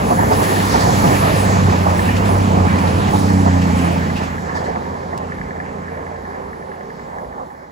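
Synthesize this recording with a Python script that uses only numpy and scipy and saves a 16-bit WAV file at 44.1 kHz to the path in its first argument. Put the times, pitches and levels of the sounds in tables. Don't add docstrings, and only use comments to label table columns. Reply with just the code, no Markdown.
import sys
import numpy as np
from scipy import signal
from scipy.fft import rfft, irfft, next_fast_len
from scipy.io import wavfile
from scipy.ndimage import uniform_filter1d

SR = 44100
rng = np.random.default_rng(int(sys.argv[2]) if len(sys.argv) > 2 else 0)


def log_audio(samples):
    frames = np.atleast_2d(samples).T
    limited = np.clip(frames, -1, 1)
    pcm = np.round(limited * 32767).astype(np.int16)
    wavfile.write(sys.argv[1], SR, pcm)


N = 340211
T = np.arange(N) / SR
COARSE = 16
SPEED_MS, TRACK_M = 25.5, 8.46

# (t/s when abreast, crank rate f/Hz)
ENGINES = [(0.8, 30.72), (1.75, 30.44), (2.63, 30.68), (3.52, 30.36)]
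# (t/s when abreast, then strengths level/dB of
BOGIES = [(0.1, 6, -2, -19, -8, -10, -25), (0.45, -8, -3, 5.5, 1, 3, 10), (1.12, 4.5, 4.5, 7, 5.5, 4, 8),
          (1.38, 2, -8.5, 2, 0.5, 1.5, -6), (2.04, 1.5, -5, 2, 1.5, -1, -1),
          (2.3, 0, -1.5, -19, -2.5, -9.5, -4), (2.94, 4, -2.5, 2, 2.5, -4, -2.5),
          (3.22, -3, -3.5, -13, -3.5, -2.5, -6), (3.8, 3, -5.5, 5, 1.5, -2.5, -3.5)]
# (t/s, rolling level/dB, rail ring and grind level/dB)
RECEDING = [(4.1, 3, -1), (4.35, 0.5, -1.5), (4.6, 7, 1.5), (5.0, 1, -4), (5.3, 1, -2.5), (5.55, 2, 0.5),
            (6.1, 3, -0.5), (6.45, 3, -2.5), (7.05, 0.5, -3), (7.4, 4.5, -5), (7.71, 0.5, -6)]
# (t/s, level/dB)
NOSE_SCREEN = [(0, 0), (0.29, -1.5), (0.33, 0)]
# (f/Hz, relative density level/dB)
ROLLING_COLOUR = [(220, -1.5), (320, -3), (420, -2), (600, -3), (850, -0.5), (1100, -3.5), (1300, -8),
                  (1600, -17)]
# (f/Hz, relative level/dB, 60 dB decay t/s)
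TICK_MODES = [(1440, -33.5, 0.0135), (1742, 4, 0.034), (1984, -7, 0.05)]


def undb(db):
    return 10 ** (np.asarray(db) / 20)


def curve(rows):
    return undb(np.interp(T, *np.transpose(rows)))


def walk(rate, count=1):
    k = int(SR / COARSE / rate)
    held = np.repeat(rng.standard_normal((count, N // COARSE // k + 2)), k, axis=1)
    slewed = 1.3 * uniform_filter1d(uniform_filter1d(held, k), k)
    return np.repeat(slewed, COARSE, axis=1)[:, :N].squeeze()


def roar(colour, flicker_db, rate, count):
    hz, db = np.transpose(colour)
    size = next_fast_len(N)
    pitch = np.log(np.arange(size // 2 + 1) * SR / size + 1)
    place = (pitch - np.log(hz[0])) / np.log(hz[-1] / hz[0]) * (count - 1)
    shape = undb(np.interp(pitch, np.log(hz), db, left=-99, right=-99))
    noise = rfft(rng.standard_normal((2, size))) * shape
    out = np.zeros((2, N))
    for k, level in enumerate(walk(rate, count=count)):
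        triangle = np.clip(1 - abs(place - k), 0, 1)
        out += undb(flicker_db * level) * irfft(noise * triangle, size)[:, :N]
    return out / np.sqrt(np.mean(out ** 2))


def band(hz, width_hz, size):
    x = signal.lfilter(*signal.iirpeak(hz, hz / width_hz, SR), rng.standard_normal((2, size)))
    return x / x.std()


def strikes(events, modes, push_s, detune, spread_db):
    out, t = np.zeros(N + SR), T[:SR // 8]
    for s, db in events:
        ring = np.zeros(len(t))
        for (hz, mode_db, t60), chance in zip(modes, rng.standard_normal((len(modes), 3))):
            tone = np.sin(2 * np.pi * hz * (1 + detune * chance[1]) * t + chance[2])
            ring += undb(mode_db + spread_db * chance[0]) * tone * 1000 ** (-t / t60)
        ring *= np.minimum(t / push_s, 1)
        out[int(s * SR):][:len(t)] += undb(db) * ring / abs(ring).max()
    return out[:N]


def engines():
    orders = [2, 3, 4, 5, 5.5, 6, 7, 8, 9, 10, 12, 14, 16, 18]
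    exhaust = [
        [-34, -35.5, -35, -41, -45, -30, -53, -45, -37, -50, -48, -43, -37, -43],
        [-42, -19.5, -35, -32, -47, -24, -33, -37.5, -36.5, -46, -43, -39, -34.5, -50],
        [-46, -18.5, -36, -28.5, -45, -23, -27.5, -37, -30.5, -48, -44, -55, -46, -43],
        [-53, -18, -45, -29.5, -40, -19.5, -27.5, -37, -24, -42, -42, -43, -42.5, -45.5],
    ]
    fall_power = [1.4, 1.27, 2, 0.92, 0.74, 1.17, 0.91, 0.79, 1.5, 2.8, 0.95, 1.5, 0.76, 0.42]
    ahead_gain = [0.1, 1.5, 0.1, 0.1, 0.1, 1, 1.5, 0.1, 3.2, 0.1, 0.1, 0.1, 0.1, 0.1]
    echo_share = [-20, -16, -22, -8, -20, -16, -8, -4, -12, -12, -14, -20, -20, -25]
    early_share = [7, -4, 5, -6, -20, -2.5, 6, -5, 0, -10, -10, -10, -10, -10]
    # (start t/s, end t/s)
    rev_span = (4.05, 4.35)
    # (t/s, level/dB)
    drone = [(4.1, 2), (4.35, 0), (4.6, 0), (4.85, -3), (5.3, 1.5), (5.75, 1.5), (6.2, 2), (6.6, -2),
             (7.2, -3), (7.71, -5)]
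    exhaust_m, sound_ms = 7.193, 343
    echo_fall = 0.47
    shield_db = -10
    rev_share = 0.014
    early_abreast = ENGINES[1][0]

    t = T[::COARSE]
    out = np.zeros(len(t))
    extra_s = np.cumsum(np.interp(t, rev_span, (0, rev_share))) * COARSE / SR
    for (abreast, crank_hz), exhaust_db in zip(ENGINES, exhaust):
        sent = t - abreast
        for _ in range(4):
            metres = np.hypot(exhaust_m, SPEED_MS * sent)
            sent = t - abreast - (metres - exhaust_m) / sound_ms
        hunting = .005 * walk(4)[::COARSE]
        turns = crank_hz * (sent + extra_s) + hunting + rng.random()
        far = np.clip(metres / 60, 0, 1)
        ahead = -SPEED_MS * sent / metres
        screen_db = shield_db * far * (sent > 0) * (abreast < ENGINES[-1][0])
        early = np.clip(ahead, 0, 1) ** 4 * (abreast == early_abreast)
        waver = walk(9, count=len(orders))[:, ::COARSE]
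        for k, db, fall, ahead_db, echo_db, early_db, w in zip(
                orders, exhaust_db, fall_power, ahead_gain, echo_share, early_share, waver):
            swell_db = 1.3 * far * w
            near = undb(ahead_db * ahead) * (exhaust_m / metres) ** fall
            echo = (undb(echo_db) + early * undb(early_db)) * (exhaust_m / metres) ** echo_fall
            gain = undb(db + swell_db + screen_db - 3.5 * far) * np.hypot(near, echo)
            phase = k * turns + .06 * rng.standard_normal()
            out -= gain * np.sqrt(2) * np.sin(2 * np.pi * phase)
    return curve(drone) * signal.resample_poly(out, COARSE, 1)[:N]


def distance(abreast):
    return np.hypot(TRACK_M, SPEED_MS * (T[::COARSE] - abreast))


def carry(places, db, fall):
    power = sum(undb(2 * (db + own_db)) * (TRACK_M / distance(s)) ** (2 * fall) for s, own_db in places)
    return np.interp(T, T[::COARSE], np.sqrt(power))


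def passing():
    # (near level/dB, power of distance, far level/dB, power of distance)
    layer_carry = [(-28.5, 1.38, -39, 0.78), (-28, 0.98, -35.5, 0.5), (-38.5, 1.09, -43.5, 0.57),
                   (-41, 1.36, -53, 1.4), (-40.5, 1.34, -53, 0.85), (-46, 2.02, -61.5, 0.7)]
    times, *columns = np.transpose(BOGIES)
    gains = []
    for strengths, (near_db, near_fall, far_db, far_fall) in zip(columns, layer_carry):
        near_gain = carry(zip(times, strengths), near_db, near_fall)
        far_gain = carry(zip(times, strengths), far_db, far_fall)
        gains.append((near_gain, far_gain))
    return gains


def rumble(near_gain, far_gain):
    # (f/Hz, relative density level/dB)
    near_colour = [(25, -42), (40, -33), (60, -7), (110, -4.5), (200, -3.5), (300, -9.5), (420, -24.5)]
    far_colour = [(25, -38), (40, -10), (60, -5.5), (85, -5.5), (110, -22), (135, -19), (200, -8.5),
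                  (300, -13), (420, -33)]
    return near_gain * roar(near_colour, 2.4, 6, count=6) + far_gain * roar(far_colour, 3.5, 6, count=5)


def rolling(near_gain, far_gain):
    # (f/Hz, relative density level/dB)
    far_colour = [(150, -28), (220, -13), (330, -12), (385, -5), (450, -3), (690, -3.5), (850, -1.5),
                  (1090, -6.5), (1330, -20.5), (1600, -29)]
    times, roll_db, _ = np.transpose(RECEDING)
    surge = undb(np.interp(T, times, roll_db) + 1.0 * walk(24))
    near = near_gain * roar(ROLLING_COLOUR, 1.83, 14, count=6)
    return surge * (near + far_gain * roar(far_colour, 3.7, 18, count=6))


def rail_and_grind(rail_gain, grind_gain):
    # (f/Hz, relative density level/dB)
    rail_colour = [(1150, -1.5), (1450, -0.5), (1620, 2.5), (1780, 3), (1950, -0.7), (2100, -2.5),
                   (2500, -15)]
    grind_colour = [(1900, -3.5), (2300, 6.5), (2800, 4), (3300, -3), (3900, -16)]
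    times, _, ring_db = np.transpose(RECEDING)
    swell = undb(np.interp(T, times, ring_db) + 0.83 * walk(22.09))
    rail = rail_gain * roar(rail_colour, 1.6, 18, count=3)
    grind = curve(NOSE_SCREEN) * grind_gain * roar(grind_colour, 2.65, 15, count=3)
    return swell * (rail + grind)


def hiss(wheel_gain, depth):
    # (f/Hz, relative density level/dB)
    hiss_colour = [(2800, 3), (3500, 6), (4500, 7), (6500, 3.5), (8000, 2), (9500, -37)]
    fan_levels = [-32.5, -46, -46.5, -48]
    fans = carry(zip(np.array(ENGINES)[:, 0], fan_levels), 0, 4.4)
    gain = np.hypot(wheel_gain, fans)
    return curve(NOSE_SCREEN) * gain * roar(hiss_colour, 1.7 * depth, 12, count=5)


def air(depth):
    # (f/Hz, relative density level/dB)
    air_colour = [(7000, 1), (8400, -4.5), (9500, 4.5), (10700, 7), (12500, 1.5), (15000, -0.5), (16500, 4)]
    bright = roar(air_colour, 2.36 * depth, 14, count=6)
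    dull = signal.sosfiltfilt(signal.butter(4, 13300, fs=SR, output="sos"), bright)
    return dull + np.clip(depth, 0, 1) ** 3.6 * (bright - dull)


def wheels():
    # (t/s, treble flicker depth 0-1)
    treble_depth = [(0, 0.88), (4.3, 0.94), (5.2, 0.6), (7.71, 1)]
    depth = np.interp(T, *np.transpose(treble_depth))
    rumble_gain, roll_gain, rail_gain, grind_gain, hiss_gain, rush_gain = passing()
    out = rumble(*rumble_gain) + rolling(*roll_gain)
    out += rail_and_grind(np.hypot(*rail_gain), np.hypot(*grind_gain))
    out += hiss(np.hypot(*hiss_gain), depth)
    return out + np.hypot(*rush_gain) * air(depth)


def hum():
    # (t/s, level/dB)
    hum_course = [(0, -29.5), (1.5, -40), (3, -42), (4.3, -42), (5, -36.5), (5.8, -40.5), (6.5, -40),
                  (7.2, -42.5), (7.71, -66)]
    # (f/Hz, width f/Hz, relative level/dB)
    hum_bands = [(389.6, 12, -5), (403.5, 6.8, -10), (453.3, 5.7, -7), (519, 8.8, -6.5), (589, 16, -10),
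                 (735, 9.2, -4), (821, 7.6, -9), (927, 9.1, -10), (1058, 8.4, -6)]
    # (f/Hz, relative level/dB)
    hum_notes = [(409.3, -6), (452.2, -9), (513, -9)]
    notes = np.zeros(N)
    for hz, db in hum_notes:
        turns = hz * T + .15 * walk(3) + rng.random()
        notes += undb(db + 2.5 * walk(3)) * np.sqrt(2) * np.sin(2 * np.pi * turns)
    rough = sum(undb(db + 1.3 * walk(5)) * band(hz, width, size=N) for hz, width, db in hum_bands)
    rough[0] += notes
    return curve(hum_course) * rough


def sing():
    # (t/s, level/dB)
    sing_course = [(0, -50), (0.2, -42), (0.62, -32), (0.72, -36), (0.82, -32), (1.0, -45), (1.1, -34),
                   (1.23, -29), (1.32, -36), (1.6, -50), (1.7, -50), (2.5, -53), (7.71, -72)]
    return curve(sing_course) * undb(3.9 * walk(30)) * band(1790, 110, size=N)


def clatter():
    gap_s, level_db, spread_db, fall = 0.1, -16.5, 3.5, 0.92
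    chance = rng.random((80, 2)).T
    s = np.cumsum(gap_s * (.5 + chance[0]))
    away = np.hypot(1, SPEED_MS * np.maximum(s - BOGIES[-1][0], 0) / TRACK_M)
    db = level_db + spread_db * (2 * chance[1] - 1) - 20 * fall * np.log10(away)
    return [row for row in zip(s, db) if row[0] < T[-1]]


def knock_events():
    # (t/s, relative level/dB)
    timed_knocks = [(0.103, -3.5), (0.187, -4.5), (0.22, -9), (0.31, -3.5), (0.405, -10.5), (0.742, -3),
                    (0.868, -11), (1.04, -6.5), (1.154, -26), (1.224, -6), (1.455, -24), (1.723, -7.5),
                    (1.858, -8.5), (2.29, -8.5), (2.558, -10), (2.65, -7), (2.838, -10.5), (3.131, -8),
                    (3.295, -17), (3.459, -6.5), (3.547, -18), (4.204, -14.5), (4.543, -19), (4.75, -15),
                    (5.128, -16)]
    return timed_knocks + clatter()


def knock_rings(events):
    # (f/Hz, relative level/dB, 60 dB decay t/s)
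    knock_modes = [(453.7, -8, 0.012), (716.5, -1, 0.069), (880, -2, 0.086), (1073, -4.5, 0.015)]
    return undb(-2) * hollow(strikes(events, knock_modes, 0.0042, 0.054, 3.2))


def jolts(events):
    jolt_db, jolt_s = -7, 0.022
    gain, u = np.zeros(N + SR), T[:SR // 8] / jolt_s
    for s, db in events:
        gain[int(s * SR):][:len(u)] += undb(db + jolt_db) * u * np.exp(-u ** 2)
    return gain[:N] * roar(ROLLING_COLOUR, 0.72, 30, count=4)


def pings():
    # (t/s, relative level/dB)
    ping_events = [(0.1846, -28), (0.221, -26), (0.3153, -27), (0.4316, -25), (0.471, -27), (0.5099, -28),
                   (0.5663, -26), (0.6014, -19), (0.7195, -28), (0.7553, -22), (0.8212, -19), (0.911, -25),
                   (0.9758, -26), (1.0387, -26), (1.1265, -21.5), (1.1635, -24), (1.2772, -29),
                   (1.5141, -29), (1.6972, -18), (1.8913, -25), (1.991, -17), (2.0887, -17.5),
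                   (2.9384, -34), (3.1838, -30), (3.3001, -26), (3.6183, -25.5), (3.6777, -27),
                   (3.7989, -29), (4.0987, -22), (4.3796, -23)]
    return undb(4) * strikes(ping_events, TICK_MODES, 0.0021, 0.026, 2.7)


def swishes():
    # (t/s, relative level/dB, time scale t/s, scrape f/Hz, scrape level/dB against the swish)
    swish_events = [(0.318, -22.5, 0.059, 5100, -5), (0.416, -22, 0.068, 3230, -6),
                    (0.7, -23, 0.087, 5300, 2), (0.79, -21.5, 0.068, 4640, 1.5),
                    (1.06, -25, 0.047, 2820, 4), (1.146, -25, 0.033, 2390, 10),
                    (1.32, -30.5, 0.04, 2530, 3), (1.686, -27.5, 0.093, 2400, 5),
                    (1.884, -27, 0.06, 2400, 1), (2.158, -22, 0.044, 2770, -4.5),
                    (2.234, -29, 0.1, 3440, 0.5), (2.779, -24, 0.037, 2470, -3.5),
                    (2.863, -27, 0.072, 4000, 0), (3.066, -26, 0.038, 2920, -4.5),
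                    (3.131, -29, 0.126, 3800, 0.5), (3.609, -26.5, 0.052, 2590, 4),
                    (3.78, -27.5, 0.047, 2800, 2), (4.15, -29.5, 0.071, 2680, 9),
                    (4.21, -29.5, 0.1, 2470, 2), (4.54, -32, 0.093, 4700, 2.5),
                    (4.633, -35, 0.076, 4260, -1)]
    # (f/Hz, relative density level/dB)
    swish_colour = [(1800, 4), (2700, 3), (4000, 4), (5500, 5), (8000, 1), (11000, -10), (16000, -28)]
    out, bright = np.zeros((2, N)), roar(swish_colour, 1.7, 30, count=5)
    for s, db, length, hz, scrape_db in swish_events:
        at = slice(int(s * SR), int(s * SR) + SR // 4)
        u = T[:SR // 4] / length
        stroke = undb(db - 9.5) * np.minimum(4 * u, 1) * np.exp(-2.2 * u ** 2)
        scrape = undb(scrape_db) * band(hz, hz / 8.0, size=SR // 4)
        out[:, at] += stroke * (bright[:, at] + scrape)
    return out


def squeals():
    # (start t/s, length t/s, level/dB)
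    squeal_events = [(0.346, 0.94, -42), (1.353, 0.25, -38.5), (1.967, 0.33, -43.5), (2.243, 0.49, -45),
                     (2.78, 0.57, -51), (3.086, 0.68, -46), (3.747, 0.44, -48)]
    # (f/Hz, width f/Hz, relative level/dB)
    flange_bands = [(8170, 270, 1), (10360, 140, -1), (14840, 400, -5)]
    rub = np.zeros(N)
    for s, length, db in squeal_events:
        progress = np.clip((T - s) / length, 0, 1)
        rub += undb(db) * np.sin(np.pi * progress ** 0.32) ** 2
    return rub * sum(undb(db + 2.4 * walk(25)) * band(hz, width, size=N) for hz, width, db in flange_bands)


def hollow(x):
    # (low edge f/Hz, high edge f/Hz)
    gap_edges = (419, 443)
    # (start t/s, end t/s)
    gap_span = (4.2, 5.6)
    gap = signal.sosfiltfilt(signal.butter(2, gap_edges, "band", fs=SR, output="sos"), x)
    return x - np.interp(T, gap_span, (0, 1)) * gap


def flat_spot():
    # (t/s, relative level/dB)
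    flat_events = [(4.4935, -26), (4.571, -25), (4.6638, -29), (4.7586, -27), (4.8534, -35), (4.9506, -36),
                   (5.0314, -33), (5.1322, -31), (5.224, -36), (5.3203, -25.5), (5.4133, -24.5),
                   (5.5067, -27), (5.6005, -26), (5.6914, -34), (5.7844, -36), (5.88, -30), (5.9717, -34),
                   (6.0666, -30), (6.1594, -34), (6.2517, -32), (6.3455, -32), (6.4383, -41), (6.5306, -33),
                   (6.6238, -36), (6.716, -35), (6.8089, -33), (6.9022, -33.5), (6.994, -36), (7.087, -38),
                   (7.184, -31), (7.3243, -37), (7.5028, -39), (7.5487, -40), (7.6405, -39)]
    turn_s, second_turn, second_db = 0.09295, 0.62, -11
    s, db = np.transpose(flat_events)
    chance = rng.standard_normal((len(s), 2)).T
    late = s + turn_s * (second_turn + .08 * chance[0])
    events = [*flat_events, *zip(late, db + second_db + 2.5 * chance[1])]
    return undb(8.5) * strikes(events, TICK_MODES, 0.001, 0.011, 1.0)


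def clicks():
    # (t/s, relative level/dB)
    click_events = [(5.1775, -21), (5.185, -31.5), (7.1848, -42)]
    bright_band = signal.butter(2, [1700, 8000], "band", fs=SR, output="sos")
    bright = signal.sosfilt(bright_band, rng.standard_normal((2, N)))
    gain = sum(undb(db) * (T > s) * np.exp(-np.maximum(T - s, 0) / 0.0016) for s, db in click_events)
    return bright * gain


def ports(direct, scattered):
    # (f/Hz, likeness 0-1, left minus right level/dB, left lag besides the path/rad)
    port_bands = [(30, .97, -.9, .05), (90, .96, -1.1, .12), (180, .86, -1.2, .2), (300, .75, -1.8, .4),
                  (450, .65, -3, .8), (750, .8, -4.5, 1.3), (1300, .75, -3.5, .7), (1900, .4, -1, 1.4),
                  (2500, .45, .3, 2.1), (4000, .4, .8, -.1), (5600, .35, .5, -1.8), (7000, .8, .3, -4.3),
                  (9000, .95, .1, -4.3), (16000, .95, .1, -4.3)]
    path_s = 0.0002423
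    size = next_fast_len(N + 512)
    hz = np.arange(size // 2 + 1) * SR / size
    band_hz, *columns = np.transpose(port_bands)
    like, pan_db, turn = (np.interp(np.log(hz + 1), np.log(band_hz), c) for c in columns)
    like = np.clip(like, 0, 1)
    shared = rfft(direct, size) * np.sqrt((1 + like) / 2)
    opposed = rfft(scattered, size) * np.sqrt((1 - like) / 2)
    lag = np.exp(-1j * (2 * np.pi * hz * path_s + turn))
    left = (shared + opposed) * undb(pan_db / 2) * lag
    right = (shared - opposed) * undb(-pan_db / 2)
    return irfft(np.array([left, right]), size)[:, :N]


def scene():
    # (t/s, left minus right level/dB besides the ports)
    swing = [(0, 1.7), (0.7, 0.4), (1.5, 0.1), (4.2, -0.5), (4.7, 0), (7.71, -0.2)]
    fade_s, fade_db = 0.28, -4.5
    knocks = knock_events()
    roaring = hollow(undb(2.5) * (wheels() + jolts(knocks)))
    direct, scattered = roaring + hum() + sing() + swishes() + squeals() + clicks()
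    blows = knock_rings(knocks) + pings() + flat_spot()
    heard = ports(direct + engines() + blows, scattered)
    fade = undb(fade_db * np.clip(1 - (T[-1] - T) / fade_s, 0, 1))
    swing_db = np.interp(T, *np.transpose(swing))
    return fade * undb(np.array([swing_db, -swing_db]) / 2) * heard


def record(dry):
    low_pass = signal.ellip(10, .2, 80, 15750, fs=SR, output="sos")
    return signal.sosfilt(low_pass, np.tanh(0.63 * dry) / 0.56)


dry = scene()
out = record(dry)
log_audio(out)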